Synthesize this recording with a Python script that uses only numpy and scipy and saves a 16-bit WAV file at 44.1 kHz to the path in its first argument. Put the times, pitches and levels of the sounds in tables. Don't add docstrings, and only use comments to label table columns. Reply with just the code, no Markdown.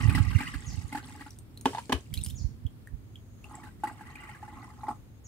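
import sys
import numpy as np
from scipy import signal
from scipy.fft import rfft, irfft
from scipy.io import wavfile
from scipy.ndimage import uniform_filter1d

SR = 44100
rng = np.random.default_rng(int(sys.argv[2]) if len(sys.argv) > 2 else 0)


def wav_record(signal):
    frames = np.transpose(np.atleast_2d(signal))
    bounded = np.clip(frames, -1, 1)
    quanta = np.round(bounded * 32767).astype(np.int16)
    wavfile.write(sys.argv[1], SR, quanta)


N = 232616
T = np.arange(N) / SR


def undb(db):
    return 10 ** (np.asarray(db) / 20)


def unit(x):
    return x / np.sqrt(np.mean(x ** 2))


def pan(db):
    return undb(np.array([[db], [-db]]) / 2)


def add(out, s, x):
    i = int(np.clip(s * SR, 0, N - 1))
    out[..., i:i + x.shape[-1]] += x[..., :N - i]


def curve(rows, axis=1):
    rows = np.array(rows)
    return undb(np.interp(T, rows[:, 0], rows[:, axis], left=-120, right=-120))


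def swell(start, length, attack, release):
    age = T - start
    return np.clip(age / attack, 0, 1) * undb(-60 * np.maximum(age - length, 0) / release)


def walk(rate):
    k = int(SR / rate)
    return uniform_filter1d(np.repeat(rng.standard_normal(N // k + 1), k), k)[:N]


def uneven(start, length, rate, count=64):
    rows = rng.standard_normal((count, 3))
    rows[:, 0] = start + (np.arange(count) + .5 + np.tanh(rows[:, 0]) / 2) / rate
    return rows[rows[:, 0] < start + length]


def colour(x, points, size=2048):
    hz, db = np.transpose(points)
    f = np.maximum(np.arange(size // 2 + 1) * SR / size, 1)
    cepstrum = irfft(np.log(undb(np.interp(np.log(f), np.log(hz), db))))
    cepstrum[1:size // 2] *= 2
    cepstrum[size // 2 + 1:] = 0
    response = irfft(np.exp(rfft(cepstrum)))
    return signal.fftconvolve(x, response[None] / np.linalg.norm(response))[:, :x.shape[1]]


def resonate(x, hz, width):
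    return signal.lfilter(*signal.iirpeak(hz, hz / width, fs=SR), x)


def fade(t60, rise, size=6000):
    t = np.arange(size) / SR
    env = (1 - np.exp(-t / rise)) * np.exp(-np.log(1000) * t / t60)
    return t, env / env.max()


def bubble(hz, t60, glide, rise, size=6000):
    t, env = fade(t60, rise, size)
    cycles = hz * np.cumsum(1 + glide * np.minimum(t / t60, 1)) / SR
    return env * np.sin(2 * np.pi * cycles)


def burst(t60, rise):
    t, env = fade(t60, rise)
    return env * rng.standard_normal(len(t))


def wide_burst(t60, rise):
    return np.array([burst(t60, rise) for _ in range(2)])


def swarm(rate, lo_hz, hi_hz, cycles, spread_db, lag_ms, count=9000, size=900):
    when, pitch, place, strength = rng.random((count, 4)).T[:, :int(rate * N / SR), None]
    hz = lo_hz * (hi_hz / lo_hz) ** pitch
    gain = undb(-spread_db * np.log(np.maximum(strength, .02))) * np.sqrt(hz)
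    where = ((when * N).astype(int) + np.arange(size)).ravel()
    out = []
    for lag in (0, lag_ms / 1000 * place):
        turns = hz * np.maximum(np.arange(size) / SR - lag, 0)
        env = (1 - np.exp(-(turns / 2) ** 2)) * np.exp(-np.log(1000) * turns / cycles)
        climb = 1 + .035 * turns / cycles
        rings = gain * env * np.sin(2 * np.pi * turns * climb)
        out.append(np.bincount(where, rings.ravel(), N)[:N])
    return np.array(out)


def steady(x, span=0.078):
    power = uniform_filter1d(np.mean(x ** 2, axis=0), int(span * SR))
    return x / np.sqrt(power + np.mean(power) / 100)


def ports(x, turn_hz=3000):
    low = signal.lfilter(*signal.butter(1, turn_hz, fs=SR), x)
    return np.array([x, 2 * low - x])


# hz, level_db
AIR_COLOUR = [(18, -19), (30, -5.5), (114, 4.5), (164, -9.5), (230, -5.5), (575, -25), (4310, -41.5),
              (5450, -44), (6540, -47.5), (7460, -44.5), (15500, -42.5)]
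# start_s, level_db (before a random flicker)
INSECT_LEVEL = [(2.7, -94), (3.05, -79.5), (3.45, -71), (3.8, -94), (4.7, -76), (5.2, -78)]
AIR_DB = -50.5


def outdoors():
    mid, side = colour(rng.standard_normal((2, N)), AIR_COLOUR)
    wide = signal.lfilter(*signal.butter(1, 1200, "high", fs=SR), side) + 0.35 * side
    left_right = np.array([[1], [-1]]) * wide / np.std(side)
    air = undb(AIR_DB + walk(7.7)) * (unit(mid) + left_right)
    trill = resonate(rng.standard_normal((2, N)), 6600, 520)
    trill = unit(resonate(trill, 6600, 520))
    return air + trill * curve(INSECT_LEVEL) * undb(1.3 * walk(23))


# start_s, level_db (before the smearing)
BIRD_CALLS = [(0.655, -41.5), (2.349, -44.5), (5.239, -46.5)]
# after_start_s, pitch_hz
CALL_PITCH = [(0, 6550), (0.015, 6925), (0.027, 6030), (.048, 4750), (0.079, 3900)]


def bird():
    song = np.zeros(N)
    after, hz = np.transpose(CALL_PITCH)
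    t = np.arange(int(after[-1] * SR)) / SR
    for s, db in BIRD_CALLS:
        pitch = np.interp(t, after, hz) * (1 + .04 * walk(1500)[:len(t)])
        env = np.minimum(t / 0.016, 1) * (1 - t / after[-1])
        add(song, s, undb(db) * np.sin(2 * np.pi * np.cumsum(pitch) / SR) * env)
    t, env = fade(t60=0.36, rise=0.0096, size=16000)
    trees = env * rng.standard_normal((2, len(t))) / np.linalg.norm(env)
    return undb(-2) * song + signal.fftconvolve(song[None], trees)[:, :N]


# start_s, level_db (before panning), pitch_hz
BUFFET_EDDIES = [(0.047, -19.5, 106), (0.076, -17.5, 84), (0.165, -21.5, 61), (0.2, -16, 97),
                 (0.27, -26, 86), (0.349, -19, 89), (0.55, -33.5, 62), (0.775, -29.5, 84),
                 (0.839, -32.5, 78.6), (2.167, -31, 66.4), (2.442, -24.5, 64.1), (2.645, -28, 74)]
# start_s, length_s, rumble level_db (before panning)
WIND_GUSTS = [(-0.04, 0.26, -30.5), (.66, 0.12, -45.5), (2.092, 0.358, -46.5), (2.87, .06, -55)]
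# hz, level_db
WIND_COLOUR = [(22, -19), (50, 1.5), (85, 2.5), (130, 1.5), (180, -6), (260, -12.5), (350, -36.5),
               (1200, -77.5)]
GUST_ATTACK_S, GUST_RELEASE_S, CALM_DB = 0.013, 1.14, -65
EDDIES_PER_S, EDDY_DB, EDDY_HZ = 19, -36, 71


def wind():
    eddies = np.zeros((1, N))
    t = np.arange(SR // 10) / SR
    weak = []
    for start, length, _ in WIND_GUSTS:
        for s, force, pitch in uneven(start, length, EDDIES_PER_S):
            if s > 0:
                weak.append((s, EDDY_DB + 2 * force, EDDY_HZ * np.exp(.15 * pitch)))
    for s, db, hz in BUFFET_EDDIES + weak:
        age = t / 0.0077
        push = (age * np.exp(1 - age)) ** 2
        add(eddies, s, undb(db) * push * np.sin(2 * np.pi * (hz * t + rng.random())))
    flutter = uniform_filter1d(np.abs(eddies), SR // 100) * colour(rng.standard_normal((1, N)), WIND_COLOUR)
    strength = undb(CALM_DB)
    for s, length, db in WIND_GUSTS:
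        strength = strength + undb(db) * swell(s, length, GUST_ATTACK_S, GUST_RELEASE_S)
    rumble = colour(rng.standard_normal((2, N)), WIND_COLOUR) * strength
    return undb(-3.5) * pan(-28.5) * (eddies + .5 * flutter) + pan(-10.5) * rumble


# start_s, level_db, bubble pitch_hz, tick level_db (levels relative)
SINGLE_DRIPS = [(1.3064, -40, 5530, -52.5), (1.3874, -37, 8200, -52), (1.5741, -38.5, 3960, -50),
                (1.611, -37, 8650, -46.5), (2.1395, -28.5, 3030, -34.5), (2.1748, -28, 3890, -45),
                (2.2371, -19.5, 8400, -48), (2.2468, -27, 9700, -40.5), (2.262, -42, 3030, -36),
                (2.3007, -44, 3122, -43.5), (2.6657, -40, 3090, -61), (2.8725, -39, 1734, -55),
                (3.1565, -38.5, 3115, -65), (3.4423, -37, 2580, -56.5), (3.553, -33.5, 7300, -57.5),
                (4.156, -34.5, 2340, -54), (4.8678, -43, 1910, -68)]
# hz, level_db
TICK_COLOUR = [(1500, -11.5), (3000, -1.5), (6000, 0.5), (8500, 2.5), (13000, 4.5), (15500, -3.5)]
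RUNOFF_S, RUNOFF_LENGTH_S, RUNOFF_PER_S = 2.13, .19, 70
RUNOFF_DB, RUNOFF_TICK_DB, RUNOFF_SCATTER_DB, RUNOFF_HZ = -41, -51, 3, 3600


def drips():
    pings, ticks = np.zeros(N), np.zeros(N)
    runoff = []
    for s, force, pitch in uneven(RUNOFF_S, RUNOFF_LENGTH_S, RUNOFF_PER_S):
        scatter_db = RUNOFF_SCATTER_DB * force
        hz = RUNOFF_HZ * np.exp(np.tanh(pitch) / 2)
        runoff.append((s, RUNOFF_DB + scatter_db, hz, RUNOFF_TICK_DB + scatter_db))
    for s, db, hz, tick_db in SINGLE_DRIPS + runoff:
        t60 = .017 * (3000 / hz) ** .6
        add(pings, s, undb(db - 3) * bubble(hz, t60, glide=.3, rise=.0008))
        add(ticks, s, undb(tick_db + 5) * burst(t60=.006, rise=.0004))
        add(ticks, s, undb(tick_db - 8) * burst(t60=.03, rise=.0015))
    both = np.array([ticks, np.roll(ticks, 1)])
    return ports(pings, turn_hz=6600) + colour(both, TICK_COLOUR)


# hz, level_db, t60_s
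SCOOP_MODES = [(1090, 0, .03), (1680, -1, .016), (2520, -13, .03), (3000, -9, .03), (4160, -15, .016),
               (5400, -19, .012), (8150, -19, .012)]


def scoop_wall():
    return sum(undb(db) * bubble(hz, t60, glide=0, rise=0.00006) for hz, db, t60 in SCOOP_MODES)


# start_s, level_db (relative)
SCOOP_GULPS = [(1.657, -12.5), (1.732, -31.5), (1.748, -23.5), (1.772, -30), (1.783, -22), (1.898, -29.5),
               (1.926, -22.5)]
# hz, level_db
SLAP_COLOUR = [(300, 0), (800, 1.5), (1800, -6.5), (3000, -2.5), (4500, -11), (8500, -18), (12000, -21),
               (15000, -32)]
GULP_HZ, GULP_SCATTER, GULP_KNOCK_DB = 875, 0.033, -11.5


def gulps():
    tones, slaps = np.zeros(N), np.zeros((2, N))
    wall = scoop_wall()
    for s, db in SCOOP_GULPS:
        hz = GULP_HZ * np.exp(GULP_SCATTER * rng.standard_normal())
        add(tones, s, undb(db - 2) * bubble(hz, t60=.026, glide=.1, rise=.003))
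        add(tones, s, undb(db - 6) * resonate(burst(t60=0.061, rise=0.0054), hz, hz / 2))
        add(tones, s, undb(db + GULP_KNOCK_DB) * wall)
        add(slaps, s, undb(db - 18) * wide_burst(t60=.02, rise=.001))
    return ports(tones) + colour(slaps, SLAP_COLOUR)


# start_s, slap level_db, low thud level_db (relative)
SCOOP_SLAPS = [(1.656, -25.5, -19), (1.895, -37.5, -25), (1.922, -25, -32), (1.926, -21, -23)]
SLOSH_DB = 7


def scoop_slaps():
    tones, slaps = np.zeros(N), np.zeros((2, N))
    wall = scoop_wall()
    for s, db, thud_db in SCOOP_SLAPS:
        thud = bubble(hz=268.7, t60=0.085, glide=0.039, rise=0.0041)
        thud = thud + bubble(hz=381, t60=0.03, glide=0.13, rise=0.0018)
        slosh = resonate(burst(t60=0.2, rise=0.0022), hz=372, width=122)
        add(tones, s, undb(thud_db - 3.5) * thud)
        add(tones, s, undb(thud_db + SLOSH_DB) * slosh)
        add(tones, s, undb(db + 2) * wall)
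        add(slaps, s, undb(db) * wide_burst(t60=0.018, rise=0.0016))
    return ports(tones) + colour(slaps, SLAP_COLOUR)


SURGE_S, SURGE_DB, SURGE_HZ = 1.938, -29.5, 76


def basin_surge():
    heave = np.zeros(N)
    add(heave, SURGE_S, undb(SURGE_DB) * bubble(SURGE_HZ, t60=0.083, glide=0, rise=0.019, size=SR // 4))
    return pan(15) * heave


# start_s, length_s, level_db
FROTH_WASHES = [(1.649, 0.11, -51.5), (1.923, .02, -59.5), (2.127, 0.016, -59), (2.23, 0.054, -63.5)]
# hz, level_db
FOAM_COLOUR = [(1500, -25), (3000, -5), (4600, -4), (6300, -4.5), (8300, 1), (11000, -8.5), (15000, -15)]
WASH_ATTACK_S, WASH_RELEASE_S = 0.002, 0.76


def froth():
    droplets = swarm(rate=900, lo_hz=2000, hi_hz=10000, cycles=22, spread_db=4.5, lag_ms=.3)
    wash = steady(unit(droplets) + undb(-3.5) * colour(rng.standard_normal((2, N)), FOAM_COLOUR))
    stirred = sum(undb(db) * swell(s, length, WASH_ATTACK_S, WASH_RELEASE_S) for s, length, db in FROTH_WASHES)
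    return wash * stirred


# hz, width_hz, level_db, left_minus_right_db
BOTTLE_AIR = [(350, 110, -9, 0), (720, 80, -15, 0), (855, 42, 2, 0), (1080, 55, 1, -7), (1260, 150, -2, 0)]


def bottle(x):
    x = signal.lfilter(*signal.butter(2, 1700, fs=SR), x)
    return sum(undb(db) * pan(pan_db) * resonate(x, hz, width) for hz, width, db, pan_db in BOTTLE_AIR)


MUFFLE_HZ, MUFFLE_PER_S = 2420, 0.15


def muffle(x):
    treble = signal.sosfiltfilt(signal.butter(3, MUFFLE_HZ, "high", fs=SR, output="sos"), x)
    return x - np.clip(MUFFLE_PER_S * T, 0, 1) * treble


# start_s, bubbling level_db, splashing level_db (relative)
POUR_LEVELS = [
    [(0.0, -48, -45), (0.2, -54, -51.5), (0.42, -63.5, -44.5), (0.62, -64, -61), (0.9, -64.5, -64.5),
     (1.02, -57, -63), (1.27, -67, -65), (1.37, -88, -88)],
    [(3.44, -61, -79), (3.53, -52.5, -66), (3.67, -55.5, -65.5), (3.77, -99, -89), (3.86, -44, -61),
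     (3.98, -63.5, -64.5), (4.23, -59, -51.5), (4.4, -65, -62.5), (4.58, -49, -59.5), (4.77, -61.5, -70),
     (4.91, -40, -78), (4.97, -72, -92)],
]
SLUGS_PER_S, SLUG_SCATTER_DB = 26, 3.5
SLUG_DB, SLUG_SPLASH_DB = 9.5, 4


def slugs():
    rows = []
    for pour in POUR_LEVELS:
        times, bubbling_db, splashing_db = np.transpose(pour)
        for s, depth, force in uneven(times[0], times[-1] - times[0], SLUGS_PER_S):
            glug_db = np.interp(s, times, bubbling_db) + SLUG_DB + SLUG_SCATTER_DB * depth
            splash_db = np.interp(s, times, splashing_db) + SLUG_SPLASH_DB + SLUG_SCATTER_DB * force
            rows.append((s, glug_db, splash_db))
    return rows


# start_s, glug level_db, splash level_db (relative)
BIG_SLUGS = [(0.094, -49, -35.5), (0.149, -29.5, -28.5), (0.18, -32, -36), (0.404, -30.5, -37),
             (0.538, -60, -39), (0.925, -31.5, -40), (0.948, -22, -41.5), (0.972, -33.5, -39.5),
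             (1.15, -40, -57), (1.208, -43, -44.5), (1.262, -39, -50.5), (3.634, -40, -47.5),
             (3.668, -48, -51.5), (3.835, -17, -42), (3.871, -31.5, -40), (4.008, -36, -49),
             (4.251, -48, -58), (4.292, -41, -49.5), (4.427, -31, -60), (4.478, -37, -52.5),
             (4.833, -27.5, -60), (4.882, -18, -73), (4.904, -30, -79)]
# hz, level_db
SPLASH_COLOUR = [(600, -10.5), (1100, 1), (1450, -12.5), (1720, -6), (1950, 2.5), (2300, -5), (2900, -2),
                 (3500, -8.5), (5000, -8.5), (9000, -29.5)]
NECK_HZ, NECK_RISE_PER_S, FILL_DB_PER_S = 246.7, 0.0643, 2.46
THUMP_DB, THUMP_SPLASH_DB = -12, 3.5
BLIP_HZ, BLIP_SCATTER, BLIP_DB = 1839, .15, 3.5
SATELLITES, SATELLITE_S = 3, .03
SATELLITE_HZ, SATELLITE_SCATTER, SATELLITE_DB = 1345, 0.22, -2


def glugs():
    push, blips, spray = np.zeros(N), np.zeros(N), np.zeros((2, N))
    for s, db, splash_db in BIG_SLUGS + slugs():
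        blip_hz = BLIP_HZ * np.exp(BLIP_SCATTER * rng.standard_normal())
        glug = bubble(hz=810, t60=.016, glide=.2, rise=.004) + .38 * burst(t60=.05, rise=.004)
        add(push, s, undb(db) * glug)
        neck_hz = NECK_HZ * (1 + NECK_RISE_PER_S * s)
        thump = (undb(db + THUMP_DB) + undb(splash_db + THUMP_SPLASH_DB)) * undb(-FILL_DB_PER_S * s)
        add(blips, s, thump * bubble(neck_hz, t60=0.056, glide=0.33, rise=0.0041))
        add(blips, s, undb(splash_db + BLIP_DB) * bubble(blip_hz, t60=0.03, glide=.03, rise=0.0016))
        for late, pitch in rng.uniform((0, -1), (SATELLITE_S, 1), (SATELLITES, 2)):
            shed_hz = SATELLITE_HZ * np.exp(SATELLITE_SCATTER * pitch)
            shed = bubble(shed_hz, t60=0.019, glide=0.068, rise=0.0012, size=2000)
            add(blips, s + late, undb(splash_db + SATELLITE_DB) * shed)
        add(spray, s, (undb(splash_db) + undb(db - 26)) * wide_burst(t60=0.06, rise=0.0059))
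    splashes = undb(-3.5) * muffle(colour(spray, SPLASH_COLOUR))
    return undb(2) * bottle(push) + ports(blips) + splashes + undb(-12) * colour(spray, FOAM_COLOUR)


FOAM_DB, FOAM_FOLLOWS, FOAM_FADE_DB_PER_S = -37, 0.34, 3
GURGLE_DB, GURGLE_WIDTH_HZ = 6.5, 96.6


def stream():
    big = swarm(rate=260, lo_hz=700, hi_hz=1500, cycles=14, spread_db=3.5, lag_ms=.1)
    small = swarm(rate=950, lo_hz=1100, hi_hz=3100, cycles=50, spread_db=3.3, lag_ms=.45)
    tiny = swarm(rate=1300, lo_hz=3000, hi_hz=14000, cycles=22, spread_db=4.5, lag_ms=.3)
    deep = steady(bottle(unit(big) + undb(1) * rng.standard_normal(N)) + undb(-10) * unit(big))
    splash = steady(colour(unit(small) + undb(-6) * rng.standard_normal((2, N)), SPLASH_COLOUR))
    foam = steady(colour(unit(tiny) + undb(-9) * rng.standard_normal((2, N)), FOAM_COLOUR))
    gurgle = resonate(rng.standard_normal(N), NECK_HZ, GURGLE_WIDTH_HZ)
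    gurgle = unit(resonate(gurgle, NECK_HZ, GURGLE_WIDTH_HZ))
    bubbling = sum(curve(pour, axis=1) for pour in POUR_LEVELS)
    splashing = sum(curve(pour, axis=2) for pour in POUR_LEVELS)
    crackling = (splashing + bubbling) ** FOAM_FOLLOWS * undb(FOAM_DB - FOAM_FADE_DB_PER_S * T)
    spurts = undb(2 * walk(35))
    hollow = undb(GURGLE_DB - FILL_DB_PER_S * T) * pan(-5) * gurgle * bubbling
    running = undb(-1) * deep * bubbling + undb(3.5) * muffle(splash) * splashing + foam * crackling
    return spurts * running + hollow


def basin_echo(liquid):
    t, env = fade(t60=0.15, rise=0.0013)
    basin = env * rng.standard_normal((2, len(t))) / np.linalg.norm(env)
    basin = signal.lfilter(*signal.butter(2, 1200, "high", fs=SR), basin)
    return undb(-7.5) * signal.fftconvolve(liquid, basin, axes=1)[:, :N]


def scene():
    scoop = gulps() + scoop_slaps() + basin_surge() + froth()
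    liquid = drips() + scoop + glugs() + stream()
    return outdoors() + bird() + wind() + liquid + basin_echo(liquid)


def record(dry):
    x = signal.sosfilt(signal.butter(4, 38, "high", fs=SR, output="sos"), dry)
    return signal.sosfilt(signal.ellip(10, .2, 70, 15700, fs=SR, output="sos"), x)


dry = scene()
out = record(dry)
wav_record(out)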